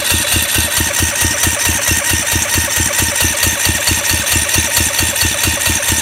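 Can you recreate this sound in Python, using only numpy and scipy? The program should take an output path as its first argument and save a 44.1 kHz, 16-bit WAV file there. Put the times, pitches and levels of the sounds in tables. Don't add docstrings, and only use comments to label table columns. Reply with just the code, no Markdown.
import sys
import numpy as np
from scipy import signal
from scipy.fft import rfft, irfft, next_fast_len
from scipy.io import wavfile

SR = 44100
rng = np.random.default_rng(int(sys.argv[2]) if len(sys.argv) > 2 else 0)


def master_out(mix):
    frames = np.transpose(np.atleast_2d(mix))
    ceiling = np.clip(frames, -1, 1)
    pcm = np.round(ceiling * 32767).astype(np.int16)
    wavfile.write(sys.argv[1], SR, pcm)


N = 265129
TIME = np.arange(N) / SR

# pitch_hz, level_db
GEAR_MESH = [(450, -15), (570, -0.5), (700, -7.5), (920, -5.5), (1130, -4), (1350, -6), (1550, 2),
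             (1860, 1.5), (2050, 9.5), (2250, 2), (2500, -6), (2760, -16), (3200, -30), (4000, 6.5)]
HARMONIC_LEVELS = [0.5, 0, -7, -3.5]
# time_s, slope_db_per_octave above the second harmonic
WHINE_TILT = [(.7, 2), (1.2, 1), (3.2, 1.5), (3.7, -5)]
# pitch_hz, half_width_hz (of each filter stage), flywheel_level_db, deck_level_db, head_level_db
CASING_RINGS = [(595, 65, -7.5, -15.5, -10.5), (919, 67, -12, -12, -10), (1125, 1540, -14, -15.5, -16),
                (1520, 68, -4.5, -6.5, -12), (1847, 85, -6, -3.5, -4), (2450, 260, -17, -8, -6),
                (2696, 230, -1, -10.5, -6.5), (3035, 243, -13, -8, -11), (3485, 53, 4, -10, -3),
                (3505, 195, -1, -11, -8), (3916, 64, 4, -10, -5), (4384, 274, -6.5, -13.5, -12),
                (4840, 1900, -12.5, -32, -24), (5440, 330, -16, -10.5, -13), (5870, 115, -7, -0.5, -3),
                (5920, 27, -7, 3.5, 1.5), (6300, 91, -16, -2, -6), (6446, 160, -9.5, -8, -5),
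                (7460, 343, -7.5, -6, -6), (7840, 700, -17, -14.5, -16.5), (8417, 130, -21, -18, -21),
                (8770, 190, -1.5, -4, -6), (9120, 200, -8.5, -6, -4.5), (9464, 194, -3.5, -4.5, -5.5),
                (9860, 154, -16, -18, -11), (11360, 140, -2, -15, -12.5), (12000, 650, -13, -16.5, -14),
                (12100, 110, -16, -18, -28), (14254, 440, -16, -18, -16.5), (15000, 565, -24, -23, -26)]
# time_s, place (0 flywheel, 1 deck, 2 head), whine_level_db
MIC_PATH = [(0.601, 0.29, -3), (1.099, 1.1, 0.3), (3.1, 1, 0.8), (3.45, 2, 0)]
# pitch_hz, level_db
CLACK_COLOUR = [(300, -13), (600, 1.5), (800, -5.5), (1400, 1), (2200, -2), (3000, 1), (3800, -2.5),
                (5200, -10.5), (6200, 0), (8000, -5.5), (9100, 2), (10400, -8), (12200, 0), (13500, -8),
                (15500, -9.5)]
CLANK_LEVELS = [-17.5, -23, -16]
# time_s, extra_level_db
HARD_CLACKS = [(1.431, 2.5), (2.986, 2), (3.206, 1.5), (3.429, 3), (3.652, 1), (4.321, 2), (4.767, 3),
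               (5.436, 2)]
# after_top_s, pitch_hz, half_width_hz (of each filter stage), level_db, length_s (loudest at length / pi)
LIGHT_KNOCKS = [(0.015, 1754, 303, -21, .010), (.046, 11600, 400, -23, 0.0099),
                (0.102, 12000, 1800, -22, .006), (0.099, 6500, 250, -25, 0.0041),
                (0.086, 2751, 50, -20.5, 0.033), (.152, 11550, 350, -25.5, .014),
                (0.175, 14200, 900, -29, .008), (0.183, 12200, 1200, -31, .005)]
# after_top_s, pressure_swing (+ out, - in; no unit), centre_to_peak_s
AIR_GULPS = [(0.0903, 0.1, 0.002), (0.112, 0.16, 0.00077), (.1179, -0.21, .0018), (.175, 0.083, 0.0011),
             (0.1922, 0.039, .0011)]
# pitch_hz, half_width_hz, level_db
PIPE_BOOMS = [(80, 6.7, 11.5), (107.5, 1.6, 9), (216.3, 9.8, 6), (315.4, 16.8, 13)]
# pitch_hz, level_db
FRAME_SHUDDER = [(20, -18), (50, -3), (85, 10), (170, -9), (270, -1), (400, -3.5), (600, -9), (1200, -21)]
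# pitch_hz, time_to_fall_60_db_s
GARAGE_DECAY = [(100, 0.38), (1000, 0.5), (6000, 0.37), (15000, 0.32)]

FIRST_TOP_S, CYCLE_S, TIRING_S_PER_CYCLE = .029, .22108, .000094
COUNT = np.arange(-1, 28)
TOP_TIMES = FIRST_TOP_S + CYCLE_S * COUNT + TIRING_S_PER_CYCLE * COUNT ** 2 / 2

FREE_HZ, SAG_SHARE, SAG_IN_S, SAG_OUT_S, SAG_SHAPE = 920.6, .382, .0215, .0185, 2.6
RUN_UP_SHARE, RUN_UP_AT_S, RUN_UP_WIDTH_S = .032, .069, .03
SURGE_SHARE, SURGE_DB, SURGE_LAG = .003, 0.66, .35
TURN_SHARE, TURN_LAG = .009, .62
PINION_TEETH = 14
TOOTH_JITTER = .03

CHATTER_DB, SQUEEZED_DB = -0.01, -7.5
WHINE_DB, PUSH_DB, PUSH_LEAD_S, PUSH_WIDTH_S = -2, 3, 0.0032, 0.011
COAST_DB, COAST_AT_S, COAST_WIDTH_S = -5, .018, 0.015
CLACK_AT_S, CLACK_SCATTER_S, CLACK_DB, CLACK_SCATTER_DB, CLANK_SCATTER_DB = 0.0715, .001, -6.7, 0.14, 2.1

EDGE_HZ, CEILING = 15800, .88


def whine(teeth, tooth_hz, level_db, db=-23.0, flutter_db=1.55, wobble=0.36,
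          ring_hz=577, ring_width_hz=18, ring_db=-2):
    jittered_teeth = teeth + TOOTH_JITTER * wander(500)
    tilt_db = np.interp(TIME, *np.transpose(WHINE_TILT))
    tone = np.zeros(N)
    for k, harmonic_db in enumerate(HARMONIC_LEVELS, 1):
        mesh_db = read(GEAR_MESH, k * tooth_hz)
        slope_db = tilt_db * np.log2(max(k / 2, 1))
        loudness = gain_of(mesh_db + harmonic_db + slope_db + flutter_db * wander(90))
        tone += loudness * np.cos(2 * np.pi * k * jittered_teeth)
    runout = 1 + wobble * np.sin(2 * np.pi * teeth / PINION_TEETH)
    tone = gain_of(db + level_db) * tone * runout
    path_s, _, near_db = np.transpose(MIC_PATH)
    direct = gain_of(np.interp(TIME, path_s, near_db)) * tone
    deck_ring = gain_of(ring_db) * resonate(tone, ring_hz, ring_width_hz, order=1)
    return direct + deck_ring


def chatter(teeth, level_db, db=-5.0, spread_db=3, regular=0.51, wobble_db=2.5,
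            patchy_db=3.0, low_share=0.33, size=32):
    strikes = np.flatnonzero(np.diff(np.floor(teeth)) > 0)
    hits = len(strikes)
    force_db = spread_db * np.minimum(rng.exponential(1, hits), 4)
    force = evened(gain_of(force_db)) * np.sqrt(N / hits)
    slow = TIME[::size]
    swing_db = level_db[::size] + wobble_db * np.sin(2 * np.pi * teeth[::size] / PINION_TEETH)
    place, out = mic_place(slow), np.zeros(N)
    rub = rng.standard_normal(N)
    for hz, half_width, *place_db in CASING_RINGS:
        drive = np.roll(rub, rng.integers(N))
        alike = regular * np.interp(hz, [2000, 3500], [.2, 1])
        blend = alike * wander(70, TIME[strikes]) + (1 - alike) * rng.standard_normal(hits)
        drive[strikes] += force * evened(blend)
        share = np.interp(hz, [2000, 6000], [low_share, 1])
        near_db = np.interp(place, np.arange(3), place_db)
        mode_db = near_db + share * (swing_db + patchy_db * wander(110, slow))
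        loudness = np.repeat(gain_of(mode_db), size)[:N]
        out += resonate(drive * loudness, hz, half_width)
    return gain_of(db) * out / np.sqrt(2)


def slack(cycle, since, at=0.0207, rise=0.0024, db=-23, uneven_db=2):
    u = np.maximum(since - at, 0) / rise
    ring = np.zeros(N)
    for hz, half_width, _, _, head_db in CASING_RINGS:
        ring += gain_of(head_db) * resonate(rng.standard_normal(N), hz, half_width)
    force = gain_of(db + uneven_db * rng.standard_normal(len(TOP_TIMES)))[cycle]
    return u * np.exp(1 - u) * force * evened(ring)


def clacks(ring_db=-1, ring_hz=4440, ring_width_hz=90, rise=0.0031, decay=0.013, ring_time=0.005):
    crack, ring = np.zeros(N), np.zeros(N)
    scatter = rng.standard_normal((len(TOP_TIMES), 3))
    for top, (late, force, tone) in zip(TOP_TIMES[1:-1], scatter):
        s = top + CLACK_AT_S + CLACK_SCATTER_S * late
        hard_db = sum(extra_db for at, extra_db in HARD_CLACKS if abs(at - s) < CYCLE_S / 2)
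        clank_db = np.interp(mic_place(s), np.arange(3), CLANK_LEVELS) + CLANK_SCATTER_DB * tone
        span = slice(round(s * SR), round((s + .1) * SR))
        t = np.arange(len(crack[span])) / SR
        blow = gain_of(CLACK_DB + CLACK_SCATTER_DB * force + hard_db)
        crack[span] += blow * (1 - np.exp(-t / rise)) * np.exp(-t / decay)
        ring[span] += gain_of(clank_db + hard_db + ring_db) * t / ring_time * np.exp(1 - t / ring_time)
    clank = evened(resonate(rng.standard_normal(N), ring_hz, ring_width_hz))
    return crack * coloured(CLACK_COLOUR) + ring * clank


def knocks(cycle, since, db=-1, uneven_db=1.5):
    out = np.zeros(N)
    for s, hz, half_width, level_db, length in LIGHT_KNOCKS:
        u = np.maximum(since - s, 0) / length * np.pi
        force = gain_of(level_db + uneven_db * rng.standard_normal(len(TOP_TIMES)))[cycle]
        burst = u * np.exp(1 - u) * force
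        out += burst * evened(resonate(rng.standard_normal(N), hz, half_width))
    return gain_of(db) * out


def gulps(since, uneven_db=0.73):
    air = np.zeros(N)
    for s, swing, duration in AIR_GULPS:
        u = (since - s) / duration
        air -= swing * u * np.exp((1 - np.minimum(u ** 2, 100)) / 2)
    boom = np.zeros(N)
    for hz, half_width, mode_db in PIPE_BOOMS:
        boom += gain_of(mode_db) * resonate(air, hz, half_width, order=1)
    return (air + boom) * gain_of(uneven_db * wander(20))


def shudder(db=-33.5):
    return gain_of(db) * coloured(FRAME_SHUDDER)


def garage(x):
    taps = rng.standard_normal(SR // 2) * (np.arange(SR // 2) > .005 * SR)
    hz, t, z = signal.stft(taps, SR, nperseg=256)
    fading = gain_of(-60 * t / read(GARAGE_DECAY, hz)[:, None])
    tail = signal.istft(z * fading, SR, nperseg=256)[1]
    return signal.fftconvolve(x, tail / np.linalg.norm(tail))[:N]


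def crank():
    cycle = np.searchsorted(TOP_TIMES, TIME) - 1
    return cycle, TIME - TOP_TIMES[cycle]


def from_top(since):
    return np.where(since > CYCLE_S / 2, since - CYCLE_S, since)


def squeeze(since):
    t = from_top(since)
    return hump(t, np.where(t < 0, SAG_IN_S, SAG_OUT_S), SAG_SHAPE)


def speed(since):
    run_up = RUN_UP_SHARE * hump(since - RUN_UP_AT_S, RUN_UP_WIDTH_S)
    return 1 - SAG_SHARE * squeeze(since) + run_up


def surge(since, lag, count):
    t = np.arange(0, CYCLE_S, 1 / SR)
    angle = np.cumsum(speed(t))
    cycle_share = np.interp(since, t, angle / angle[-1])
    return np.cos(2 * np.pi * (count * cycle_share - lag))


def mic_place(time):
    path_s, places, _ = np.transpose(MIC_PATH)
    return np.interp(time, path_s, places)


def hump(t, width, shape=2):
    return np.exp(-np.abs(t / width) ** shape)


def gain_of(db):
    return 10 ** (np.asarray(db) / 20)


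def evened(x):
    return x / np.sqrt(np.mean(x ** 2) + 1e-20)


def read(points, hz):
    f, value = np.transpose(points)
    return np.interp(np.log(hz + 1), np.log(f + 1), value)


def coloured(points):
    size = next_fast_len(N)
    spectrum = rfft(rng.standard_normal(size))
    shape = gain_of(read(points, np.fft.rfftfreq(size, 1 / SR)))
    return evened(irfft(spectrum * shape, size)[:N])


def wander(per_s, time=TIME):
    knots = rng.standard_normal(8000)
    return evened(np.interp(time * per_s, np.arange(len(knots)), knots))


def resonate(x, hz, half_width, order=2):
    r = np.exp(-2 * np.pi * half_width / SR)
    poles = np.poly([r * np.exp(2j * np.pi * hz / SR)] * order)
    feed = 2 * (1 - r) ** order * poles.real
    feedback = np.convolve(poles, poles.conj()).real
    return signal.lfilter(feed, feedback, x + 1e-18)


def scene(room_db=-13, unsteady=.006, flywheel_push_db=3):
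    cycle, since = crank()
    swing, t = surge(since, SURGE_LAG, count=4), from_top(since)
    free_hz = FREE_HZ * CYCLE_S / np.diff(TOP_TIMES)[cycle]
    turn_swing = TURN_SHARE * surge(since, TURN_LAG, count=2)
    tooth_hz = free_hz * (speed(since) + SURGE_SHARE * swing + turn_swing)
    teeth = np.cumsum(tooth_hz * (1 + unsteady * wander(30))) / SR

    chatter_db = CHATTER_DB + SQUEEZED_DB * squeeze(since) + SURGE_DB * swing
    push_db = PUSH_DB + flywheel_push_db * np.maximum(1 - mic_place(TIME), 0)
    push = push_db * hump(t + PUSH_LEAD_S, PUSH_WIDTH_S)
    coast = COAST_DB * hump(t - COAST_AT_S, COAST_WIDTH_S)
    whine_db = WHINE_DB + push + coast

    metal = whine(teeth, tooth_hz, whine_db) + chatter(teeth, chatter_db) + slack(cycle, since)
    metal += clacks() + knocks(cycle, since)
    echo = gain_of(room_db) * garage(metal)
    return (metal + echo + gulps(since) + shudder())[None]


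def record(dry, low_cut_hz=60):
    thinned = signal.lfilter(*signal.butter(1, low_cut_hz, "high", fs=SR), dry)
    limited = np.clip(thinned, -CEILING, CEILING)
    band_limit = signal.firwin(511, EDGE_HZ, window=("kaiser", 9), fs=SR)
    return signal.oaconvolve(limited, band_limit[None], "same")


dry = scene()
out = record(dry)
master_out(out)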